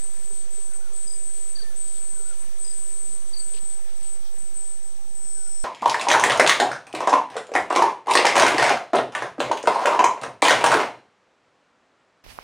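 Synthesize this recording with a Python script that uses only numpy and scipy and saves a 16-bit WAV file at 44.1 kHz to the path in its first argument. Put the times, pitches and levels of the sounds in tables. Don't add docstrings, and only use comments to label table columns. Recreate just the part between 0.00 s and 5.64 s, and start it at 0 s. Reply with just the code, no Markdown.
import sys
import numpy as np
from scipy import signal
from scipy.fft import rfft, irfft, next_fast_len
from scipy.io import wavfile
from scipy.ndimage import uniform_filter1d

SR = 44100
rng = np.random.default_rng(int(sys.argv[2]) if len(sys.argv) > 2 else 0)


def wav_out(sig):
    wavfile.write(sys.argv[1], SR, np.round(np.clip(np.atleast_2d(sig).T, -1, 1) * 32767).astype(np.int16))


N = 248724

# frequency_hz, density_db (per Hz)
CICADA_SPECTRUM = [(6400, -34.5), (7200, -16), (7640, -7.5), (7950, 8), (8250, 8.5), (8600, 1.5),
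                   (9100, -1), (9800, -13.5), (10700, -86)]
# place (0-1 of the cycle), level_db
BUCKLES = [(0, 0), (.27, -11), (.53, -1), (.79, -11)]
# start_s, end_s, start_level_db, end_level_db, blur_level_db, blur_swell_s
BURSTS = [(0, 0.054, -42.5, -49, -36, 0.047), (.1, 0.242, -63, -61, -43.5, 0.054),
          (.25, 0.4, -43.5, -56, -38, 0.2), (0.508, 0.673, -46.5, -47, -40.5, 0.084),
          (0.736, 0.773, -44, -43, -43.5, 0.023), (.935, 1.519, -46, -43.5, -38, 0.05),
          (1.762, 2.305, -44, -44, -38.5, 0.086), (2.373, 2.426, -49, -41, -46.5, 0.055),
          (2.586, 3.158, -45, -43.5, -38, 0.063), (3.266, 3.297, -52, -41.5, -48, .04),
          (3.376, 3.557, -45, -42.5, -39, 0.035), (3.61, 3.748, -44.5, -45, -39.5, 0.081),
          (3.955, 4.02, -51, -67, -50.5, 0.027), (4.032, 4.152, -43, -43.5, -46.5, .08),
          (4.315, 4.375, -60, -64, -49, 0.036), (4.386, 4.486, -43.5, -56, -45.5, .08),
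          (4.544, 4.728, -44.5, -51, -39, 0.044), (4.83, 4.895, -45, -58, -46.5, 0.068),
          (5.08, 5.14, -53, -62, -55, .04), (5.153, 5.64, -44.5, -45.5, -38.5, 0.25)]
# frequency_hz, density_db (per Hz)
BLUR_SPECTRUM = [(6800, -33.5), (7500, -13), (7900, 0.5), (8220, 6.5), (8550, 0.5), (9200, -10),
                 (10200, -97)]
# time_s, level_db
BLUR_REST = [(0, -56.5), (3.5, -52), (4.3, -54.5), (5.64, -55)]
# time_s, level_db
LOW_CICADA_SWELL = [(5.0, -84), (5.15, -71), (5.25, -60.5), (5.45, -56.5), (5.64, -54)]
# frequency_hz, density_db (per Hz)
LOW_CICADA_SPECTRUM = [(4500, -22), (5200, -7), (5570, 0), (5870, -8), (6500, -30)]
# start_s, level_db (first stroke), cricket (0 near, 1 far)
CHIRPS = [(1.071, -41.5, 1), (1.552, -36, 0), (2.644, -42, 1), (3.331, -34.5, 0)]
# start_pitch_hz, pitch_fall_hz, stroke_s, step_s (from stroke to stroke)
CRICKETS = [(4640, 420, .023, .030), (5030, 230, .016, .0298)]
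# start_s, length_s, start_hz, top_hz, end_hz, top_at (0-1), loudest_at (0-1),
# level_db (rms at the loudest point, before the waver)
BIRD_NOTES = [(.69, 0.065, 1640, 1620, 1380, .05, .65, -63),
              (0.799, 0.092, 1357, 1543, 1360, 0.32, .7, -59),
              (1.566, .055, 1790, 1780, 1440, 0.16, 0.8, -58),
              (1.615, 0.124, 1805, 1756, 1660, 0.69, 0.6, -58.5),
              (2.155, 0.076, 1570, 1550, 1320, .05, .25, -61),
              (2.241, 0.097, 1353, 1506, 1340, .4, 0.75, -58.5),
              (5.353, 0.14, 1730, 1530, 1418, 0.17, 0.7, -61)]
# start_s, level_db (before the soft rise and decay), pitch_hz
KNOCKS = [(.305, -39, 400), (.465, -48, 495), (.578, -39, 405), (.79, -45, 500), (1.624, -40, 430),
          (1.70, -45, 540), (2.198, -40, 405), (2.313, -44, 545), (3.133, -47, 450), (3.541, -40, 420),
          (5.383, -49, 400)]
# start_s, end_s, level_db
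RUSTLES = [(3.535, 3.59, -50), (4.01, 4.1, -59.5)]
# time_s, level_db (over the spread of the small ones)
SNAPS = [(3.54, 8), (3.565, 9)]
# frequency_hz, density_db (per Hz)
RUSTLE_SPECTRUM = [(1200, -11), (2300, -13), (2900, 2), (3500, -6), (4400, -2.5), (5500, -11), (8000, -32)]
# frequency_hz, width_hz, early_level_db, late_level_db
DRONES = [(5380, 38, -103, -69.5), (6120, 470, -60, -62.5), (6950, 130, -64.5, -67)]
# frequency_hz, density_db (per Hz)
THIN_SPECTRUM = [(8800, -30), (9300, 2), (9700, 0), (10150, -8), (10500, -37)]
THIN_SPAN = [(.52,), (3.6,)]
# pitch_hz, pitch_waver_hz, early_level_db, late_level_db
HUMS = [(197, 7, -65, -64), (811, 5, -90, -66.5)]
# time_s, low_level_db (below 1500 Hz), high_level_db (above)
FOREST_LEVELS = [(0, -54, -52), (1, -54, -54), (2, -53.5, -52.5), (3, -53.5, -53), (3.6, -54, -53),
                 (4.2, -55, -53), (4.8, -56.5, -56), (5.64, -58, -59)]
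# frequency_hz, density_db (per Hz)
FOREST_SPECTRUM = [(15, -12), (30, 3), (50, -6.5), (130, -7.5), (250, -8.5), (420, -7.5), (750, -11),
                   (1300, -15), (2800, -18), (5000, -18.5), (7200, -26.5), (9500, -16.5), (10600, -37.5),
                   (12500, -26.5), (15600, -25)]
# frequency_hz, density_db (per Hz)
HISS_SPECTRUM = [(20, 6), (100, 8), (200, -1), (300, -3), (550, 3), (2000, 0), (6000, -2), (15000, -2)]
WHINE_DB = [
    [-74],
    [-72.5],
]
# time_s, offset (share of full scale)
OFFSET = [(0, 0.11), (3.6, 0.11), (4.1, 0.11), (4.6, .097), (5.01, 0.082), (5.3, .1), (5.5, 0.11),
          (5.64, 0.12)]

CYCLE_HZ = 76.37
SWELL_LEAD, SWELL_DEPTH_DB, SAG_DB_PER_S, DIE_DB_PER_S = 0.46, 23, 5.5, 134
STROKE_LOSS_DB = .6
ECHO_S, ECHO_DB = .0125, -5.5
NOTE_EDGE_DB = 6
THIN_DB = -58.5
LEVEL_STEP_S = 3.58
HISS_DB, WHINE_HZ = -60.8, 15734.2
MIC_GAIN_DB, CUTOFF_HZ = 6, 15800
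LEFT_OFFSET_SHARE = -0.55


def from_db(db):
    return 10 ** (np.asarray(db) / 20)


def rms_one(x):
    return x / np.sqrt(np.mean(x ** 2) + 1e-20)


def in_time(rows):
    time_s, *columns = np.transpose(rows)
    return [np.interp(np.arange(N) / SR, time_s, column) for column in columns]


def while_on(rows):
    t = np.arange(N) / SR
    gate = 1. * (t > rows[0][0]) * (t < rows[-1][0])
    return uniform_filter1d(gate, size=200)


def early_late(early_db, late_db):
    rows = [(LEVEL_STEP_S, early_db), (LEVEL_STEP_S + 0.03, late_db)]
    return from_db(in_time(rows)[0])


def colour(x, spectrum):
    size = next_fast_len(N)
    hz, db = np.transpose(spectrum)
    bin_hz = np.arange(size // 2 + 1) * SR / size
    gain = from_db(np.interp(np.log(bin_hz + 1), np.log(hz), db))
    return rms_one(irfft(rfft(x, size) * gain, size)[:N])


def drift(corner_hz):
    r = np.exp(-80 * np.pi * corner_hz / SR)
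    noise = rng.standard_normal(N // 40 + 2002)
    slow = signal.lfilter([1], [1, -2 * r, r * r], noise)[2000:]
    return np.interp(np.arange(N) / 40, np.arange(len(slow)), rms_one(slow))


def trunks(x, wet_db, t60):
    t = np.arange(SR // 2) / SR
    cloud = rng.standard_normal(len(t)) * from_db(-60 * t / t60) * (t > .003)
    cloud = cloud / np.sqrt(np.sum(cloud ** 2))
    return x + from_db(wet_db) * signal.fftconvolve(x, cloud)[:N]


def drumming(start_s, end_s, cycle_hz, jitter_s, spread_db):
    cycles = np.arange(0, (end_s - start_s) * cycle_hz)
    wander_s = np.cumsum(.00035 * rng.standard_normal(len(cycles)))
    clicks = np.zeros(N)
    for place, db in BUCKLES:
        chance = rng.standard_normal((len(cycles), 2))
        slow_start_s = .005 * (1 - np.exp(-(cycles + place) / 2.5))
        at_s = start_s + (cycles + place) / cycle_hz + slow_start_s + wander_s + jitter_s * chance[:, 0]
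        at = at_s * SR
        strength = from_db(db + spread_db * chance[:, 1]) * (at < end_s * SR)
        clicks[np.clip(at, 0, N - 1).astype(int)] += strength
    return clicks


def near_cicada():
    clicks, level = np.zeros(N), np.zeros(N)
    for start_s, end_s, first_db, last_db, *_ in BURSTS:
        clicks += drumming(start_s, end_s, CYCLE_HZ, jitter_s=.00025, spread_db=1.3)
        rows = [(start_s - .004, first_db), (end_s + .004, last_db)]
        level += from_db(in_time(rows)[0]) * while_on(rows)
    return trunks(colour(clicks, CICADA_SPECTRUM) * level, wet_db=-4, t60=0.043)


def blur_level():
    t = np.arange(N) / SR
    power = from_db(2 * in_time(BLUR_REST)[0])
    for start_s, end_s, _, _, db, swell_s in BURSTS:
        full_s = start_s + (1 - SWELL_LEAD) * swell_s
        before, after = np.maximum(full_s - t, 0), np.maximum(t - full_s, 0)
        loss_db = SWELL_DEPTH_DB * before / swell_s
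        loss_db += SAG_DB_PER_S * after
        loss_db += DIE_DB_PER_S * np.maximum(t - end_s, 0)
        power = power + from_db(2 * (db - loss_db))
    return np.sqrt(power)


def blurred_buzz():
    clicks = sum(drumming(0, N / SR, hz, jitter_s=.0005, spread_db=1.5) for hz in (74.1, 75.6, 78.2))
    return colour(trunks(clicks, wet_db=5, t60=.2), BLUR_SPECTRUM) * blur_level()


def low_cicada():
    clicks = drumming(0, N / SR, 60.0, jitter_s=0.00036, spread_db=0.5)
    buzz = colour(trunks(clicks, wet_db=2.0, t60=0.5), LOW_CICADA_SPECTRUM)
    return buzz * from_db(in_time(LOW_CICADA_SWELL)[0]) * while_on(LOW_CICADA_SWELL)


def crickets():
    out = np.zeros((2, N))
    for start_s, db, who in CHIRPS:
        hz, fall_hz, stroke_s, step_s = CRICKETS[who]
        along = np.linspace(0, 1, round(stroke_s * SR))
        edges = np.minimum(along / 0.28, 1) * np.minimum((1 - along) / 0.091, 1)
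        shape = edges * from_db(-9 * along ** 2)
        wave = np.sin(2 * np.pi * np.cumsum(hz - fall_hz * along ** 2.7) / SR)
        for k in range(3):
            at = round((start_s + k * step_s) * SR)
            out[who, at:at + len(along)] += from_db(db - k * STROKE_LOSS_DB) * shape * wave
    near, far = out
    far = far + from_db(ECHO_DB) * np.roll(far, round(ECHO_S * SR))
    return trunks(near, wet_db=-12, t60=.3) + trunks(far, wet_db=-8.5, t60=.4)


def bird():
    out = np.zeros(N)
    for start_s, length_s, start_hz, top_hz, end_hz, top_at, loudest_at, db in BIRD_NOTES:
        along = np.linspace(0, 1, round(length_s * SR))
        hz = np.interp(along, [0, top_at, 1], [start_hz, top_hz, end_hz])
        level_db = db - NOTE_EDGE_DB * np.interp(along, [0, loudest_at, 1], [1, 0, 1]) ** 2
        whistle = np.sqrt(2) * np.sin(2 * np.pi * np.cumsum(hz) / SR)
        at = round(start_s * SR)
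        out[at:at + len(along)] += from_db(level_db) * signal.windows.tukey(len(along), .1) * whistle
    return trunks(out * from_db(1.5 * drift(25)), wet_db=-8, t60=.3)


def knocks():
    out = np.zeros(N + SR)
    t = np.arange(SR // 8) / SR
    for start_s, db, hz in KNOCKS:
        at = round(start_s * SR)
        ring = np.sin(2 * np.pi * hz * t) + 0.26 * np.sin(2 * np.pi * 1.62 * hz * t)
        decay = from_db(db - 60 * t / 0.079)
        out[at:at + len(t)] += decay * (1 - np.exp(-t / 0.0039)) * ring
    return out[:N]


def rustle():
    happens = rng.random(N) < 1800 / SR
    clicks = happens * rng.standard_normal(N) * from_db(2.5 * drift(60))
    for time_s, db in SNAPS:
        clicks[round(time_s * SR)] = from_db(db)
    level = sum(from_db(db) * while_on([(start_s,), (end_s,)]) for start_s, end_s, db in RUSTLES)
    return colour(clicks, RUSTLE_SPECTRUM) * level


def drones():
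    out = np.zeros(N)
    for hz, width_hz, early_db, late_db in DRONES:
        r = np.exp(-np.pi * width_hz / SR)
        poles = [1, -2 * r * np.cos(2 * np.pi * hz / SR), r * r]
        band = signal.lfilter([1, 0, -1], poles, rng.standard_normal(N))
        out += rms_one(band) * early_late(early_db, late_db)
    return out


def thin_drone():
    band = colour(rng.standard_normal(N), THIN_SPECTRUM)
    return band * from_db(THIN_DB + 2.7 * drift(11)) * while_on(THIN_SPAN)


def hums():
    out = np.zeros(N)
    for hz, waver_hz, early_db, late_db in HUMS:
        sine = np.sin(2 * np.pi * np.cumsum(hz + waver_hz * drift(7.5)) / SR)
        tone = sine * from_db(3.2 * drift(40.0))
        out += rms_one(tone) * early_late(early_db, late_db)
    return out


def forest():
    low_db, high_db = in_time(FOREST_LEVELS)
    noise, out = colour(rng.standard_normal(N), FOREST_SPECTRUM), np.zeros(N)
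    edges = np.array([0, 90, 180, 360, 720, 1500, 3000, 6000, 11000, SR])
    spectrum, hz = rfft(noise), np.arange(N // 2 + 1) * SR / N
    for low, high in zip(edges, edges[1:]):
        band = irfft(spectrum * (hz >= low) * (hz < high), N)
        lumps_db = 1.6 * drift(10.6) if high <= 720 else 1.4 * drift(9.1)
        level_db = low_db if high <= 1500 else high_db
        out += band * from_db(level_db + lumps_db)
    return out


def scene():
    cicadas = near_cicada() + blurred_buzz() + low_cicada()
    insects = cicadas + crickets() + drones() + thin_drone()
    left = insects + bird() + knocks() + rustle() + hums() + forest()
    return np.array([left, np.zeros(N)])


def record(dry):
    hiss = from_db(HISS_DB) * np.array([colour(rng.standard_normal(N), HISS_SPECTRUM) for side in dry])
    whine = np.sqrt(2) * from_db(WHINE_DB) * np.sin(2 * np.pi * WHINE_HZ * np.arange(N) / SR)
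    sound = from_db(MIC_GAIN_DB) * dry + hiss + whine
    top_cut = signal.ellip(14, .5, 70, CUTOFF_HZ, fs=SR, output="sos")
    offset = in_time(OFFSET)[0] * np.array([[LEFT_OFFSET_SHARE], [1]])
    return signal.sosfilt(top_cut, sound) + offset


dry = scene()
out = record(dry)
wav_out(out)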